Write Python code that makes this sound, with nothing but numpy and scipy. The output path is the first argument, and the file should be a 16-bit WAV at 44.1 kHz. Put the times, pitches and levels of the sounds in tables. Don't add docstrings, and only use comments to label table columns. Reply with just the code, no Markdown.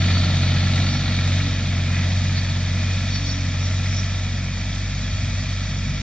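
import sys
import numpy as np
from scipy import signal
from scipy.fft import rfft, irfft
from scipy.io import wavfile

SR = 44100
rng = np.random.default_rng(int(sys.argv[2]) if len(sys.argv) > 2 else 0)


def persist_wave(psi):
    counts = np.round(np.clip(psi, -1, 1) * 32767).astype(np.int16)
    wavfile.write(sys.argv[1], SR, np.atleast_2d(counts).T)


N = 265482
TIME = np.arange(N) / SR
HZ = np.fft.rfftfreq(N, 1 / SR)

# (t/s, firing rate/Hz)
SPEED = [(0.0, 46.03), (0.55, 45.68), (0.89, 47.03), (1.2, 45.86), (1.43, 47.16), (1.78, 45.34),
         (2.3, 46.4), (2.71, 46.02), (3.12, 47.4), (3.52, 45.88), (3.91, 47.35), (4.28, 46.64),
         (4.43, 45.64), (4.72, 47.52), (6.02, 46.94)]
def engine_cycles():
    return .053 + np.cumsum(curve(SPEED)) / SR / 3


THROB_LAW, BOOM_LAW = (-33.6, -1.7, -0.6, 1.4), (-19.09, 5.5, 1.12, -0.5)
BARK_LAW = (-29.5, 6, 0.1, -0.9)
# (multiple of the cycle rate, relative level/dB)
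BARK = [(5, -24), (7, -19), (9, 2), (10, -6), (11, -29.5), (12, -3), (13, -26.5), (14, -35), (15, -5),
        (16, -13.5), (17, -31.5), (18, -15.5), (19, -31), (20, -32.5), (21, -28), (22, -26), (24, -28),
        (30, -26), (33, -36), (40, -19)]
# (t/s, duration/s, level/dB)
HUMS = [(1.461, 0.16, -40.5), (3.323, .3, -43)]
def exhaust(cycles):
    outlet = cycles - .056
    throb = amp(level_db(THROB_LAW)) * harmonics(outlet, [(3, 0)], flutter=.02)
    boom = amp(level_db(BOOM_LAW)) * harmonics(outlet, [(6, 0)], flutter=.015)
    bark = amp(level_db(BARK_LAW)) * harmonics(outlet, BARK, flutter=.16)
    hum = swells(HUMS) * harmonics(outlet, [(18, 0)], flutter=.33)
    return throb - boom - bark - hum


# (f/Hz, relative level/dB)
RUMBLE_SPECTRUM = [(15, -26), (35, -19.5), (60, 2.5), (100, 6.5), (170, 6), (240, 2), (300, -6.5),
                   (400, -23.5), (700, -53)]
# (t/s, duration/s, level/dB)
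PUFFS = [(5.22, 0.33, -29.5), (5.902, .17, -29.5)]
def rumble():
    noise = coloured_noise(spectrum(RUMBLE_SPECTRUM))
    low, low_mid = (shaped(noise, lowpass(hz, 10)) for hz in (145, 270))
    gusts = amp(-34.5 + 0.5 * wander(1.5)) + swells(PUFFS)
    bark_db = level_db(BARK_LAW)
    middle = amp(0.75 * bark_db - 8) * (low_mid - low)
    top = amp(1.814 * bark_db + 29.884) * (noise - low_mid)
    return gusts * low + middle + top


def knocks(cycles, blows, uneven_db, ring_s, alike):
    t = np.arange(SR // 16) / SR
    decay = np.exp(-t / ring_s)
    repeated, power = np.zeros(N), np.zeros(N)
    for phase, strength in blows:
        at = np.flatnonzero(np.diff(np.floor(cycles - phase)) > 0)
        hits = np.zeros(N)
        hits[at] = strength * amp(uneven_db * rng.standard_normal(len(at)))
        repeated += signal.oaconvolve(hits, decay * rng.standard_normal(len(t)))[:N]
        power += signal.oaconvolve(hits ** 2, decay ** 2)[:N]
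    fresh = np.sqrt(abs(power)) * rng.standard_normal(N)
    return alike * unit(repeated) + np.sqrt(1 - alike ** 2) * unit(fresh)


DRONE_LAW, KNOCK_LAW = (-39, 4.5, 0.36, -0.5), (-32.5, 4.5, 0.22, 0.35)
RATTLE_LAW, FIZZ_LAW = (-33, 7.5, 0.4, 1.0), (-40.5, 2.4, 0.44, 1.0)
INJECTION = [(.0, 0.66), (.32, 0.94), (.66, 1.11)]
VALVES = [(.14, 0.95), (.3, 0.82), (.47, 0.99), (.63, 1.01), (.8, 0.97), (0.959, .8)]
# (f/Hz, relative level/dB)
BODY_SPECTRUM = [(150, -25.5), (310, -5), (410, -7), (510, -0.5), (780, -3.5), (1030, -5), (1550, -7.5),
                 (2100, 1.5), (2850, -1.5), (3800, 1), (4900, -5), (5800, -7.5), (6900, -14.5),
                 (7600, -25.5), (8400, -59.5)]
# (f/Hz, bandwidth/Hz, lift/dB)
PANELS = [(662, 110, 7), (1323, 130, 11), (1707, 210, 10.5), (1960, 66, 6.5), (2250, 34, 7.5),
          (2445, 106, 8.5), (3093, 60, 6), (3395, 100, 5), (3675, 360, 6), (4370, 52, 5)]
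def clatter(cycles):
    injection = lambda: knocks(cycles, INJECTION, uneven_db=1.3, ring_s=0.013, alike=.72)
    valves = lambda: knocks(cycles, VALVES, uneven_db=3.5, ring_s=0.012, alike=.45)
    rush = lambda: rng.standard_normal(N)
    drone = injection() + amp(2) * clods() + amp(6.5) * rush()
    knock = injection() + amp(-3.5) * valves() + amp(-1.5) * clods() + amp(2) * rush()
    rattle = valves() + clods() + amp(3) * rush()
    fizz = valves() + amp(1.5) * clods() + amp(3) * rush()
    lifts = sum((amp(db) ** 2 - 1) * abs(resonance(hz, width)) ** 2 for hz, width, db in PANELS)
    body = spectrum(BODY_SPECTRUM) * np.sqrt(1 + lifts)
    low, middle, high = (lowpass(hz, 28) for hz in (1150, 2850, 4700))
    knock_band = abs(middle - low)
    layers = [(drone, low, DRONE_LAW), (knock, knock_band, KNOCK_LAW),
              (rattle, abs(high - middle), RATTLE_LAW), (fizz, 1 - high, FIZZ_LAW)]
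    running = sum(amp(level_db(law)) * unit(shaped(drive, body * np.sqrt(band)))
                  for drive, band, law in layers)
    return running + amp(2) * shaped(clanks(), unit(body * knock_band))


def clods(per_s=420, spread_db=2.0, ring_s=0.0054):
    size = amp(spread_db * np.minimum(rng.exponential(1, N), 4))
    hits = size * (rng.random(N) < per_s / SR)
    power = signal.lfilter([1], [1, -np.exp(-2 / (ring_s * SR))], hits ** 2)
    return unit(np.sqrt(power) * rng.standard_normal(N))


# (t/s, relative level/dB)
CLANKS = [(0.039, -35), (0.104, -32), (0.567, -28.5), (0.778, -28.5), (1.401, -28), (1.964, -36),
          (2.376, -31), (3.857, -32.5), (3.926, -30.5)]
def clanks(ring_s=0.01):
    envelope = sum(amp(db) * (TIME >= s) * np.exp(-abs(TIME - s) / ring_s) for s, db in CLANKS)
    return envelope * rng.standard_normal(N)


# (f/Hz, bandwidth/Hz, relative level/dB)
FLANK_MODES = [(754, 200, -3), (1367, 110, 2), (2227, 90, 3), (2840, 200, -4), (3694, 160, 1),
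               (4200, 680, -3)]
def flank(cycles, turn_at_s=1.48, turn_s=0.14):
    facing = 1 / (1 + np.exp((TIME - turn_at_s) / turn_s))
    power = sum(abs(amp(db) * resonance(hz, width) ** 2) ** 2 for hz, width, db in FLANK_MODES)
    blows = knocks(cycles, INJECTION, uneven_db=2.0, ring_s=0.0096, alike=.4)
    return amp(-37) * facing * unit(shaped(blows, np.sqrt(power)))


# (t/s, duration/s, relative level/dB, steel part)
SQUEAKS = [(0.127, 0.18, -31.5, 1), (0.112, 0.052, -30, 0), (0.788, 0.051, -40, 0), (0.912, 0.085, -33, 1),
           (0.943, 0.08, -36, 2), (1.969, 0.13, -29.5, 0), (2.377, 0.034, -27.5, 1), (2.954, 0.66, -37, 0),
           (3.146, 0.081, -30.5, 1), (3.16, 0.1, -34.5, 2), (3.285, 0.087, -31, 1), (3.305, 0.15, -32.5, 2),
           (3.657, 0.099, -35.5, 2), (3.968, .16, -33.5, 2)]
def squeaks(chatter_db=2.8, chafe_period_s=2.7):
    chafe_db = -43 - 6 * doublings() + 2.5 * np.cos(2 * np.pi * TIME / chafe_period_s)
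    out = amp(chafe_db) * unit(steel(part=1) * amp(2 * wander(25)))
    for s, length, db, part in SQUEAKS:
        swell = swell_at(s, length)
        rub = swell * amp(chatter_db * wander(90)) * steel(part)
        out += amp(db - 4.5) * rub * np.sqrt(np.sum(swell ** 2) / np.sum(rub ** 2))
    return out


# (f/Hz, bandwidth/Hz, relative level/dB, part: 0 hood, 1 rotor, 2 skid)
STEEL_MODES = [(2425, 90, 0, 0), (2000, 400, -3, 0), (4474, 55, 0, 1), (4667, 30, -12, 1),
               (4100, 700, -11, 1), (5423, 42, 0, 2), (5612, 55, 0, 2), (5700, 1300, .5, 2)]
def steel(part):
    modes = sum(amp(db) * resonance(hz, width) ** 2 / np.sqrt(width)
                for hz, width, db, owner in STEEL_MODES if owner == part)
    return coloured_noise(modes * lowpass(6900, 16))


# (multiple of its shaft speed, relative level/dB)
FAN = [(2, -11), (3, -9.5), (4, -20.5), (5, -9.5), (6, -20)]
def fan(cycles, turns_per_cycle=2.56):
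    return amp(level_db(BARK_LAW) - 2) * harmonics(cycles * turns_per_cycle, FAN, flutter=.05)


# (f/Hz, bandwidth/Hz, level/dB)
WHINES = [(1348, 43, -54), (1933, 25, -52.5), (2265, 14, -51.5), (2424, 100, -51), (3314, 44, -49.5),
          (3680, 150, -49.5), (5435, 60, -52.5)]
def whines():
    return sum(amp(db) * coloured_noise(abs(resonance(hz, width)) ** 2) for hz, width, db in WHINES)


# (t/s, distance/m)
DISTANCE = [(0, 5.8), (1.1, 6.84), (1.8, 9), (4.4, 13.7), (6.02, 14)]
def doublings():
    metres = curve(DISTANCE)
    return np.log2(metres / metres[0])


# (t/s, effort/dB)
EFFORT = [(0.0, -0.5), (0.12, 1.7), (0.31, -0.8), (0.82, 0.4), (1.0, -4.5), (1.35, 2), (1.54, -2.5),
          (2.13, 2.5), (2.42, 0.2), (2.93, 2.4), (3.23, -0.7), (3.81, 3.5), (4.44, -0.9), (4.93, -1.5),
          (5.39, 0.5), (6.02, -2.5)]
def level_db(law, rated_hz=46.5):
    base_db, loss_per_doubling, per_effort_db, per_hz = law
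    drive_db = per_effort_db * curve(EFFORT) + per_hz * (curve(SPEED) - rated_hz)
    return base_db - loss_per_doubling * doublings() + drive_db


def harmonics(turns, rows, flutter):
    out = np.zeros(N)
    for order, db in rows:
        line = np.exp(2j * np.pi * order * turns - .21j * order ** 2)
        modulation = 1 + flutter * (wander(4.1) + 1j * wander(17))
        out += amp(db) * (line * modulation).real
    return out * np.sqrt(2)


def amp(db):
    return 10 ** (np.asarray(db) / 20)


def unit(x):
    return x / np.sqrt(np.mean(x ** 2) + 1e-20)


def curve(rows):
    return np.interp(TIME, *np.transpose(rows))


def spectrum(points):
    hz, db = np.transpose(points)
    return amp(np.interp(np.log(HZ + 1), np.log(hz), db))


def shaped(x, gain):
    return irfft(rfft(x) * gain, N)


def lowpass(hz, order):
    return 1 / (1 + (HZ / hz) ** order)


def resonance(hz, width_hz):
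    return 1 / (1 + 2j * (HZ - hz) / width_hz)


def coloured_noise(gain):
    return unit(shaped(rng.standard_normal(N), gain))


def wander(rate_hz):
    return coloured_noise(np.exp(-(HZ / rate_hz) ** 2))


def swell_at(s, length):
    return np.exp(-(2 * (TIME - s) / length) ** 2)


def swells(rows):
    return sum(amp(db) * swell_at(s, length) for s, length, db in rows)


# (f/Hz, side level re mid/dB)
WIDTH = [(100, -20.5), (400, -16), (1200, -16.5), (2400, -16.5), (3000, -4), (3400, -5.5), (4400, -0.5),
         (5000, -7), (5900, 3), (6500, 4.5), (7600, 12)]
# (f/Hz, level/dB)
DIRECT_SHARE = [(1800, -6.5), (3200, -3), (4100, -1.5), (4600, -7)]
def scene():
    cycles = engine_cycles()
    machinery = lambda: rumble() + clatter(cycles) + flank(cycles) + whines() + squeaks()
    direct = exhaust(cycles) + fan(cycles) + machinery()
    width, share = spectrum(WIDTH), spectrum(DIRECT_SHARE)
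    scattered = shaped(machinery(), np.sqrt(1 - share ** 2) * width)
    side = shaped(direct, 1j * share * width) + scattered
    return np.array([direct + side, direct - side])


def record(dry, edge_hz=8500):
    eased = dry * signal.windows.tukey(N, .001)
    kernel = signal.firwin(301, edge_hz, window=("kaiser", 9), fs=SR)
    return signal.oaconvolve(eased, kernel[None], "same")


dry = scene()
out = record(dry)
persist_wave(out)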